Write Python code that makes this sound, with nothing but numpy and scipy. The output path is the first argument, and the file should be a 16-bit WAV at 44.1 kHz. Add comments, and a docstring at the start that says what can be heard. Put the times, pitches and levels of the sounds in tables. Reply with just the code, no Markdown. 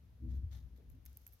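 """A soft low boom comes first, over the hush of a quiet room: a hand-held recorder is being shifted.
Close to the microphone a budgie picks seeds from an open palm, and friction makes them rustle.
Then it grinds and cracks them in its beak. Each husk fractures with a tiny bright tick,
a heavily damped vibration near 12 kHz that the room answers faintly."""
import sys
import numpy as np
from scipy import signal
from scipy.fft import rfft, irfft
from scipy.io import wavfile
from scipy.ndimage import uniform_filter1d

SR = 44100
rng = np.random.default_rng(int(sys.argv[2]) if len(sys.argv) > 2 else 0)


def transcribe(signal):
    """Save signal, clipped to [-1, 1], as a 16-bit WAV file at the path in sys.argv[1]."""
    frames = np.atleast_2d(signal).T
    limited = np.clip(frames, -1, 1)
    pcm = np.round(limited * 32767).astype(np.int16)
    wavfile.write(sys.argv[1], SR, pcm)


N = 61739
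T = np.arange(N) / SR

# Stereo field of the background noise: coherence (f/Hz, correlation), balance (f/Hz, left-right/dB)
COHERENCE = [(30, 1), (130, 0.93), (280, 0.84), (550, 0.41), (1100, 0.13), (16000, 0.035)]
BALANCE = [(30, 4), (130, 2), (280, 4.5), (1000, 0.5), (4500, 1.5), (9000, 3.5), (13000, 1.5)]
# Spectra of the room hush and the late hiss (f/Hz, level/dB)
HUSH_SPECTRUM = [(100, 2), (300, 4), (550, 3.5), (900, -1.5), (1800, -4.5), (3500, -7.5), (6500, -11.5),
                 (7600, -19.5), (10500, -14), (12500, -9), (15800, -17.5)]
HISS_SPECTRUM = [(300, -13), (600, -4), (1500, -6), (3500, -3.5), (6000, 2.5), (8000, -7), (12500, -1.5),
                 (15800, -3.5)]
# Envelopes of the recorder's boom and the grip's rub (t/s, relative level/dB)
BOOM_ENVELOPE = [(0.0, -61), (0.196, -58.5), (0.232, -42.5), (0.266, -44), (0.29, -40), (0.39, -37),
                 (0.414, -47), (0.444, -36.5), (0.49, -46.5), (0.576, -46), (0.606, -55), (0.662, -44.5),
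                 (0.696, -65.5), (0.724, -50), (0.84, -63.5), (0.878, -53), (1.052, -60), (1.086, -52),
                 (1.204, -64), (1.226, -57), (1.268, -70.5), (1.292, -59), (1.354, -63), (1.39, -73.5)]
RUB_ENVELOPE = [(0.0, -75), (0.022, -63.5), (0.096, -70), (0.196, -65), (0.232, -52.5), (0.254, -47),
                (0.312, -56), (0.328, -49.5), (0.486, -63), (0.534, -66), (0.576, -58.5), (0.61, -62),
                (0.734, -65), (0.844, -64.5), (0.936, -64.5), (1.168, -71.5), (1.192, -74), (1.39, -78)]
# Spectra of boom, rub and skin scuff (f/Hz, level/dB)
BOOM_SPECTRUM = [(20, -44.5), (35, -27), (50, -11), (59, -7), (66, 1), (74, -6), (90, -11), (110, -14),
                 (150, -32.5), (300, -65.5), (2000, -110)]
RUB_SPECTRUM = [(20, -37.5), (60, -22), (110, 5), (175, -0.5), (280, -9.5), (380, -17), (520, -22),
                (800, -43), (2000, -52), (8000, -85)]
SCUFF_SPECTRUM = [(100, -27), (250, -3), (340, -3), (430, 2.5), (560, -4.5), (750, -20), (1300, -22.5),
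                  (4000, -36), (10000, -77)]
# Resonances of the recorder's body when rubbed (f/Hz, bandwidth/Hz, lift/dB)
CASE_RESONANCES = [(180, 16, 3), (243, 18, 7), (318, 14, 6)]
# Its modes when knocked (f/Hz, level/dB, T60/s)
CASE_MODES = [(181, -6, .25), (242, 0, .32), (318, -6, .3)]
# Knocks of the grip (t/s, gain/dB, tilt/dB per octave)
GRIP_KNOCKS = [(.213, -42.5, -1), (0.317, -65.5, -32), (.635, -73, 8)]
# Spectra of seed friction, fine crackle and a husk's broad crack (f/Hz, level/dB)
RUSTLE_SPECTRUM = [(400, -5), (650, 4), (830, 9.5), (1000, 0.5), (1400, 2), (2000, 3.5), (2600, -5),
                   (3600, 5.5), (5000, -0.5), (6500, 1), (7600, -10), (12500, -10), (16000, -13)]
CRACKLE_SPECTRUM = [(3000, -23.5), (9000, -17.5), (11000, -8.5), (12600, 3.5), (13600, -4), (16000, -19)]
CRACK_SPECTRUM = [(500, -28), (1000, -10), (1600, -2), (2800, -7), (4800, -9.5), (6500, 0.5), (8500, -5),
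                  (11000, 0.5), (16000, -4)]
# Seeds rubbed on the palm, husks ground in the beak (t/s, rise/s, fade/s, rustle/dB, crackle/dB)
PALM_STROKES = [(.275, 0.041, 0.031, -74, -86), (.33, 0.028, 0.027, -78, -82),
                (.506, 0.027, 0.033, -65, -77), (.548, 0.005, 0.051, -76, -79),
                (.755, 0.012, 0.031, -79.5, -81.5)]
BEAK_GRINDS = [(.89, 0.027, 0.023, -87, -76.5), (1.06, .008, .05, -77, -75.5),
               (1.185, 0.033, 0.039, -89.5, -81), (1.321, 0.011, 0.015, -81, -65.5)]
# Husk fractures (t/s, level/dB, ring f/Hz, relative crack gain/dB, left-right/dB)
HUSK_SNAPS = [(.5376, -61.5, 12200, -19, -10), (0.557, -78, 12300, -17, -8), (.5657, -60.5, 11900, -29, 7),
              (0.7644, -67, 12700, -16, -2), (.7771, -60, 12730, -30, -5), (0.8912, -70.5, 11300, -13, 11),
              (0.8976, -66.5, 12000, -6.5, 2), (0.901, -60, 12060, -5.5, 7), (.9213, -74, 11500, -25, -16),
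              (.9510, -67, 12300, -13, 2), (1.0542, -48, 13000, -14.5, 1), (1.0614, -48, 14300, -4, -1),
              (1.0647, -57, 12900, -1.5, 10), (1.13, -65, 12700, -2, 2), (1.1719, -41.5, 12400, -20, -4.5),
              (1.218, -63, 12200, -7, -3), (1.2655, -58, 13800, 0, 13), (1.268, -52.5, 13600, -7.5, -8.5),
              (1.2675, -44.5, 12700, -23, -3), (1.2766, -46, 12300, -23, -6), (1.281, -57, 12800, -17, -14),
              (1.2906, -67, 13000, -10, -24), (1.3243, -60, 12700, -8, 7), (1.3341, -56, 12300, -27, -9),
              (1.3362, -64, 12600, -23, -17), (1.339, -62, 13300, -19, -9)]


def amp(db):
    """Amplitude ratio of a level in decibels."""
    return 10 ** (np.asarray(db) / 20)


def unit(x):
    """Normalisation to unit rms."""
    return x / np.sqrt(np.mean(x ** 2) + 1e-20)


def read(points, hz):
    """Interpolation on a logarithmic frequency axis."""
    f, value = np.transpose(points)
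    return np.interp(np.log(hz + 1), np.log(f), value)


def sides(db):
    """Intensity panning: left and right gains for a level difference."""
    return np.array([amp(db / 2), amp(-db / 2)]).reshape(2, -1)


def add(mix, start_s, sound):
    """Superposition of a sound on the mix."""
    part = mix[:, round(start_s * SR):][:, :sound.shape[1]]
    part += sound[:, :part.shape[1]]


def colour(x, spectrum):
    """Filtering by multiplication in the frequency domain."""
    hz = np.fft.rfftfreq(x.shape[-1], 1 / SR)
    return irfft(rfft(x) * amp(read(spectrum, hz)), x.shape[-1])


def noise(spectrum, resonances=()):
    """Partially coherent stereo noise, nearly mono in the bass, with optional resonance peaks."""
    hz = np.fft.rfftfreq(N, 1 / SR)
    left, independent = rfft(rng.standard_normal((2, N)))
    coherence = np.clip(read(COHERENCE, hz), 0, 1)
    right = coherence * left + np.sqrt(1 - coherence ** 2) * independent
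    peaks_db = sum(lift / (1 + (2 * (hz - f) / width) ** 2) for f, width, lift in resonances)
    gain = amp(read(spectrum, hz) + peaks_db) * sides(read(BALANCE, hz))
    return unit(irfft(np.array([left, right]) * gain, N))


def modulated(x, envelope, window_samples):
    """Amplitude modulation: the running rms is evened out, then an envelope is imposed."""
    power = np.maximum(uniform_filter1d((x ** 2).mean(0), window_samples), 0)
    return x / np.sqrt(power + 1e-4) * amp(np.interp(T, *np.transpose(envelope)))


def swell(start_s, rise_s, fade_s):
    """Linear growth, then exponential decay."""
    age = T - start_s
    return np.clip(age / rise_s, 0, 1) * np.exp(-np.maximum(age - rise_s, 0) / fade_s)


def hush(hush_db=-78, hiss_db=-78.5, hiss_start_s=1.06):
    """Stationary room noise; a second, incoherent hiss adds its power in the last part."""
    onset = np.clip((T - hiss_start_s) / 0.0048, 0, 1)
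    return amp(hush_db) * noise(HUSH_SPECTRUM) + amp(hiss_db) * onset * noise(HISS_SPECTRUM)


def low_tone(db=-63, hz=260):
    """A faint pure tone swells and decays exponentially."""
    return amp(db) * swell(.905, rise_s=.065, fade_s=.022) * np.sin(2 * np.pi * hz * T) * sides(1.0)


def grip_knocks(rise_s=.042):
    """Free vibration: soft knocks set the damped modes of the recorder's body ringing."""
    out = np.zeros((1, N))
    pivot_hz = CASE_MODES[1][0]
    for start_s, db, tilt in GRIP_KNOCKS:
        ring = np.zeros(N)
        for hz, mode_db, t60 in CASE_MODES:
            tilted_db = mode_db + tilt * np.log2(hz / pivot_hz)
            ring += amp(tilted_db - 60 * T / t60) * np.sin(2 * np.pi * hz * T)
        add(out, start_s, (amp(db) * np.minimum(T / rise_s, 1) * ring)[None])
    return out * sides(5.1)


def handling(rub_gain_db=-2, scuff_db=-68):
    """Structure-borne sound: the shifting grip makes the recorder boom and rub; skin scuffs once."""
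    boom = modulated(noise(BOOM_SPECTRUM), BOOM_ENVELOPE, window_samples=1500)
    rub = modulated(noise(RUB_SPECTRUM, CASE_RESONANCES), RUB_ENVELOPE, window_samples=1300)
    scuff = swell(.772, rise_s=.024, fade_s=.042) * noise(SCUFF_SPECTRUM)
    return boom + amp(rub_gain_db) * rub + amp(scuff_db) * scuff


def reverberation(x, t60_s=.28, db=-17):
    """A diffuse field: convolution with exponentially decaying noise gives the room's faint answer."""
    t = T[:SR // 2]
    tail = rng.standard_normal((2, len(t))) * amp(-60 * t / t60_s) * np.minimum(t / 0.0045, 1)
    return amp(db) * signal.fftconvolve(x, tail / np.linalg.norm(tail[0]), axes=1)[:, :N]


def slips(spectrum, per_s=2600, spread_db=3):
    """Shot noise: tiny slips of uneven size arrive at random instants."""
    size = amp(spread_db * np.minimum(rng.exponential(1, N), 4))
    occurs = rng.random(N) < per_s / SR
    return unit(colour(size * occurs * rng.standard_normal((2, N)), spectrum))


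def seed_friction(strokes):
    """Stick-slip friction: each stroke of the beak is a swell of soft rustle and fine crackle."""
    rustle = slips(RUSTLE_SPECTRUM) * sides(1.9)
    crackle = slips(CRACKLE_SPECTRUM) * sides(-2.2)
    return sum(swell(start_s, rise_s, fade_s) * (amp(rustle_db) * rustle + amp(crackle_db) * crackle)
               for start_s, rise_s, fade_s, rustle_db, crackle_db in strokes)


def husk_snap(db, hz, crack_db, pan_db):
    """Brittle fracture: a damped ring of husk and beak, a broad crack and a trail of splinters."""
    rise_s, ring_decay_s, crack_decay_s, splinter_decay_s = .00019, .00053, .0009, .0025
    beak_hz, beak_db, splinter_db = 6840, -19, -22
    lag_s = np.array([[0], [.000012]])  # the husk's tone reaches the right microphone later
    t = np.arange(0, .02, 1 / SR)
    fizz, burst, trail = rng.standard_normal((3, 2, len(t)))
    husk_tone = np.sin(2 * np.pi * hz * (t - lag_s))
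    beak_tone = amp(beak_db) * np.sin(2 * np.pi * beak_hz * t)
    ring = husk_tone + beak_tone + 0.43 * unit(colour(fizz, CRACKLE_SPECTRUM))
    ring_envelope = (1 - np.exp(-(t / rise_s) ** 2)) * np.exp(-t / ring_decay_s)
    ring *= ring_envelope / ring_envelope.max()
    crack_envelope = 2 * np.minimum(t / rise_s, 1) * np.exp(-t / crack_decay_s)
    crack = amp(crack_db) * unit(colour(burst, CRACK_SPECTRUM)) * crack_envelope
    splinters = amp(splinter_db) * unit(colour(trail, CRACKLE_SPECTRUM)) * np.exp(-t / splinter_decay_s)
    return amp(db) * sides(pan_db) * (ring + crack + splinters)


def scene():
    """Superposition of the beak's direct and reverberant sound on the background."""
    beak = seed_friction(PALM_STROKES) + seed_friction(BEAK_GRINDS)
    for start_s, *snap in HUSK_SNAPS:
        add(beak, start_s, husk_snap(*snap))
    return beak + reverberation(beak) + handling() + grip_knocks() + low_tone() + hush()


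def record(dry):
    """Band limiting: the recorder acts as a steep linear-phase low-pass filter."""
    cutoff_hz = 16200
    lowpass = signal.firwin(511, cutoff_hz, window=("kaiser", 9), fs=SR)
    return signal.oaconvolve(dry, lowpass[None], "same", axes=1)


dry = scene()
out = record(dry)
transcribe(out)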